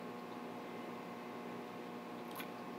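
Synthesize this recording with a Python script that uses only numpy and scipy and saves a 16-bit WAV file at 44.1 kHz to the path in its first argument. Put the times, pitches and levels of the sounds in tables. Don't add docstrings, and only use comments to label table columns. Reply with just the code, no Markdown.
import sys
import numpy as np
from scipy import signal
from scipy.fft import rfft, irfft
from scipy.io import wavfile
from scipy.ndimage import uniform_filter1d

SR = 44100
rng = np.random.default_rng(int(sys.argv[2]) if len(sys.argv) > 2 else 0)


def materialize(psi):
    bounded = np.clip(np.atleast_2d(psi).T, -1, 1)
    quanta = np.round(bounded * 32767).astype(np.int16)
    wavfile.write(sys.argv[1], SR, quanta)


N = 122598
ROOM_T60_S = 0.27


def amp(db):
    return 10 ** (np.asarray(db) / 20)


def read(points, hz):
    f, value = np.transpose(points)
    return np.interp(np.log(hz + 1), np.log(f + 1), value)


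def add(mix, s, sound):
    part = mix[round(s * SR):][:len(sound)]
    part += sound[:len(part)]


def wander(rate_hz):
    f = np.fft.rfftfreq(N, 1 / SR)
    lowpass = (f > 0) / (1 + (f / rate_hz) ** 4)
    x = irfft(rfft(rng.standard_normal(N)) * lowpass, N)
    return x / x.std()


def tone(hz, db):
    cycles = np.cumsum(hz) / SR + rng.random()
    return np.sqrt(2) * amp(db) * np.sin(2 * np.pi * cycles)


def burst(colour, t60, direct=1.1, size=2048):
    t = np.arange(size) / SR
    log_gain = np.log(amp(read(colour, abs(np.fft.fftfreq(size, 1 / SR)))))
    response = np.fft.ifft(np.exp(np.conj(signal.hilbert(log_gain)))).real
    fade = amp(-60 * t / t60)
    scatter = rng.standard_normal(size) * fade
    impulse = direct * np.linalg.norm(fade) * (t == 0)
    x = signal.fftconvolve(scatter + impulse, response)[:size]
    return .5 * x * np.linalg.norm(fade) / np.linalg.norm(x)


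def room(x, wet_db, t60):
    t = np.arange(SR // 2) / SR
    tail = rng.standard_normal(len(t)) * amp(-60 * t / t60) * (t > .002)
    return x + amp(wet_db) * signal.fftconvolve(x, tail / np.linalg.norm(tail))[:N]


# [multiple of the mains, rms level/dB]
HUM_HARMONICS = [(1, -85.5), (2, -72), (3, -61), (4, -55), (6, -64), (7, -69), (8, -59.5), (9, -66.5),
                 (10, -72.5), (12, -60), (14, -62.5), (20, -79.5), (25, -80), (31, -81), (39, -79),
                 (40, -79), (42, -94), (43, -75), (45, -87), (62, -88), (64, -94)]
# [f/Hz, rms level/dB, pitch wander/Hz]
ROTOR_WHINES = [(115.15, -74.5, 0.33), (610.2, -65, 0.98), (1028, -73, 1.2), (1077.6, -60.5, 1.02),
                (1210, -72, 0.33), (1535, -73, 0.55), (1800, -76.5, 1.9), (2123, -76.5, 0.43)]
# [f/Hz, rms level/dB, pitch wander/Hz]
ELECTRONIC_WHINES = [(14077, -84.5, 4), (14998, -91, 3)]
# [t/s, f/Hz, level/dB before WHISTLE_DB]
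WHISTLE_PATH = [(0, 2076, -76), (.48, 2078, -71), (.77, 2068, -62.5), (1, 2062, -68), (1.4, 2062, -66.5),
                (2.07, 2040, -77), (2.78, 2067, -75)]
MAINS_HZ, HUM_DRIFT_HZ = 60.02, 0.0094
HUM_WAVER_DB, HUM_WAVER_HZ = -0.08, 17
WHINE_WAVER_DB, WHINE_WAVER_HZ = -0.1, 6.5
WHISTLE_DB = -1


def pumps():
    t = np.arange(N) / SR
    mains = MAINS_HZ + HUM_DRIFT_HZ * wander(3.4)
    out = np.zeros(N)
    for multiple, db in HUM_HARMONICS:
        out += tone(round(multiple) * mains, db + HUM_WAVER_DB * wander(HUM_WAVER_HZ))
    for hz, db, spread in [*ROTOR_WHINES, *ELECTRONIC_WHINES]:
        pitch = hz + spread * wander(WHINE_WAVER_HZ)
        out += tone(pitch, db + WHINE_WAVER_DB * wander(WHINE_WAVER_HZ))
    s, hz, db = np.transpose(WHISTLE_PATH)
    whistle_pitch = np.interp(t, s, hz) + 2 * wander(WHINE_WAVER_HZ)
    return out + tone(whistle_pitch, np.interp(t, s, db) + WHISTLE_DB)


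# [t/s, crack level/dB, ring level/dB]
SNAP_EVENTS = [(2.4019, -32.5, -39.5), (2.4073, -38, -48.5), (2.4348, -37, -58)]
# [f/Hz, relative level/dB]
CRACK_SPECTRUM = [(60, -55), (300, -16), (1200, -11), (2100, 11), (3000, 0), (3800, -5), (4800, -20),
                  (8000, -34), (16000, -36)]
# [f/Hz, relative level/dB, t60/s]
RING_MODES = [(1500, 0, 0.074), (2063, -1, 0.05), (2420, 1, 0.033), (2550, -6, 0.042), (3354, -1, 0.04),
              (3760, -5.5, 0.042), (3860, -11, .04), (4540, -24, 0.05)]
CRACK_T60_S, SNAP_WET_DB = 0.01, -12


def snaps():
    t = np.arange(SR // 5) / SR
    ring, out = np.zeros(len(t)), np.zeros(N)
    for k, (hz, db, t60) in enumerate(RING_MODES):
        ring += (-1) ** k * amp(db - 60 * t / t60) * np.sin(2 * np.pi * hz * t)
    for s, crack_db, ring_db in SNAP_EVENTS:
        add(out, s, amp(crack_db) * burst(CRACK_SPECTRUM, CRACK_T60_S, direct=0.84))
        add(out, s, amp(ring_db) * ring / 2)
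    return room(out, SNAP_WET_DB, ROOM_T60_S)


# [t/s, level/dB before TICK_DB]
TICK_EVENTS = [(2.2525, -52), (2.2817, -47), (2.3113, -51), (2.3562, -36), (2.361, -40), (2.3637, -40),
               (2.3755, -54), (2.377, -37), (2.3797, -39), (2.384, -42), (2.387, -37), (2.3895, -39),
               (2.3912, -36), (2.3939, -35), (2.396, -41), (2.399, -38), (2.3998, -41), (2.4078, -37),
               (2.4108, -41), (2.413, -46), (2.4152, -46), (2.4173, -49), (2.4222, -55), (2.4869, -57)]
# [f/Hz, relative level/dB]
TICK_SPECTRUM = [(60, -52), (300, -10), (1500, -17), (4000, -2), (6000, -14), (8000, -18), (9500, -8),
                 (11800, 4), (13500, -0.5), (16000, -5.5)]
# [t/s, level/dB]
CLICK_EVENTS = [(2.3133, -36.5), (2.3152, -35), (2.3293, -46), (2.3375, -55), (2.3484, -51),
                (2.3559, -43.5)]
# [f/Hz, relative level/dB]
CLICK_SPECTRUM = [(60, -57), (500, -11), (2300, -18), (3000, 1), (3900, 3), (5700, -9.5), (7000, -15),
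                  (9000, -8.5), (11000, -17), (16000, -20)]
TICK_DB, TICK_T60_S = 3, 0.0034
TICK_WET_DB, TICK_ROOM_T60_S = -9, 0.13
CLICK_T60_S, CLICK_WET_DB = 0.0036, -7


def crackle():
    ticks, clicks = np.zeros((2, N))
    for s, db in TICK_EVENTS:
        add(ticks, s, amp(db + TICK_DB) * burst(TICK_SPECTRUM, TICK_T60_S))
    for s, db in CLICK_EVENTS:
        add(clicks, s, amp(db) * burst(CLICK_SPECTRUM, CLICK_T60_S))
    return room(ticks, TICK_WET_DB, TICK_ROOM_T60_S) + room(clicks, CLICK_WET_DB, ROOM_T60_S)


# [t/s, level/dB]
RASP_SWELL = [(2.372, -61), (2.386, -56), (2.397, -50), (2.412, -59.5), (2.44, -66)]
# [f/Hz, relative level/dB]
RASP_SPECTRUM = [(60, -60), (600, 7), (1050, 8), (1800, -3), (2500, 0.5), (4500, -3.5), (5800, -16),
                 (6600, -4.5), (8000, -27), (11500, -9), (16000, -11)]
RASP_GRAINS_PER_S = 700


def rasp():
    struck = rng.random(N) < RASP_GRAINS_PER_S / SR
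    grains = rng.standard_normal(N) * struck
    gain = amp(read(RASP_SPECTRUM, np.fft.rfftfreq(N, 1 / SR)))
    x = irfft(rfft(grains) * gain, N)
    s, db = np.transpose(RASP_SWELL)
    level_db = np.interp(np.arange(N) / SR, s, db, left=-np.inf, right=-np.inf)
    return x / x.std() * amp(level_db)


# [cluster t/s, centre f/Hz, level of one bubble/dB]
BUBBLE_CLUSTERS = [(.182, 4400, -57), (0.311, 3900, -52), (.585, 5800, -60), (.818, 3240, -54),
                   (2.179, 3950, -51), (2.362, 1030, -45.5), (2.574, 4500, -55), (2.735, 4480, -60)]
BUBBLE_RISE_S, BUBBLE_RING_CYCLES = 0.00027, 35
CLUSTER_S, CLUSTER_PITCH_SPREAD = 0.016, 0.075
BUBBLE_WET_DB, BUBBLE_ROOM_T60_S = -1.5, 0.12


def bubbles(count=4):
    t, out = np.arange(SR // 20) / SR, np.zeros(N)
    for s, hz, db in BUBBLE_CLUSTERS:
        shape = (1 - np.exp(-t / BUBBLE_RISE_S)) * amp(-60 * t * hz / BUBBLE_RING_CYCLES)
        for delay, detune in zip(rng.random(count), rng.standard_normal(count)):
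            pitch = hz * (1 + CLUSTER_PITCH_SPREAD * detune)
            add(out, s + CLUSTER_S * delay, amp(db) * shape * np.sin(2 * np.pi * pitch * t))
    return room(out, BUBBLE_WET_DB, BUBBLE_ROOM_T60_S)


# [f/Hz, level/dB per Hz]
RUSH_SPECTRUM = [(30, -116), (60, -110), (100, -96.5), (150, -84.5), (200, -82.5), (250, -75.5),
                 (330, -78.5), (410, -76), (470, -82), (760, -86), (900, -83), (1100, -85), (1350, -92),
                 (2000, -93), (2600, -94), (3100, -99), (3350, -99), (4200, -102.3), (6500, -110.7),
                 (8500, -114.5), (16000, -114.5)]
RUSH_PATCH_DB, RUSH_SWELL_DB = 0.48, -0.22


def rush():
    hz = np.fft.rfftfreq(N, 1 / SR)
    noise = rng.standard_normal(N)
    x = irfft(rfft(noise) * amp(read(RUSH_SPECTRUM, hz)), N) * np.sqrt(SR / 2)
    z = signal.stft(x, nperseg=1024, noverlap=768)[2]
    patches = uniform_filter1d(rng.standard_normal(z.shape), size=14, axis=0)
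    patches = uniform_filter1d(patches, size=12, axis=1)
    z = z * amp(RUSH_PATCH_DB * patches / patches.std())
    x = signal.istft(z, nperseg=1024, noverlap=768)[1][:N]
    return x * amp(RUSH_SWELL_DB * wander(1.3))


def scene():
    return (pumps() + rush() + bubbles() + crackle() + rasp() + snaps())[None]


EDGE_HZ = 15760


def record(dry):
    lowpass = signal.firwin(1023, EDGE_HZ, window=("kaiser", 9), fs=SR)
    return signal.oaconvolve(dry, lowpass[None], "same")


dry = scene()
out = record(dry)
materialize(out)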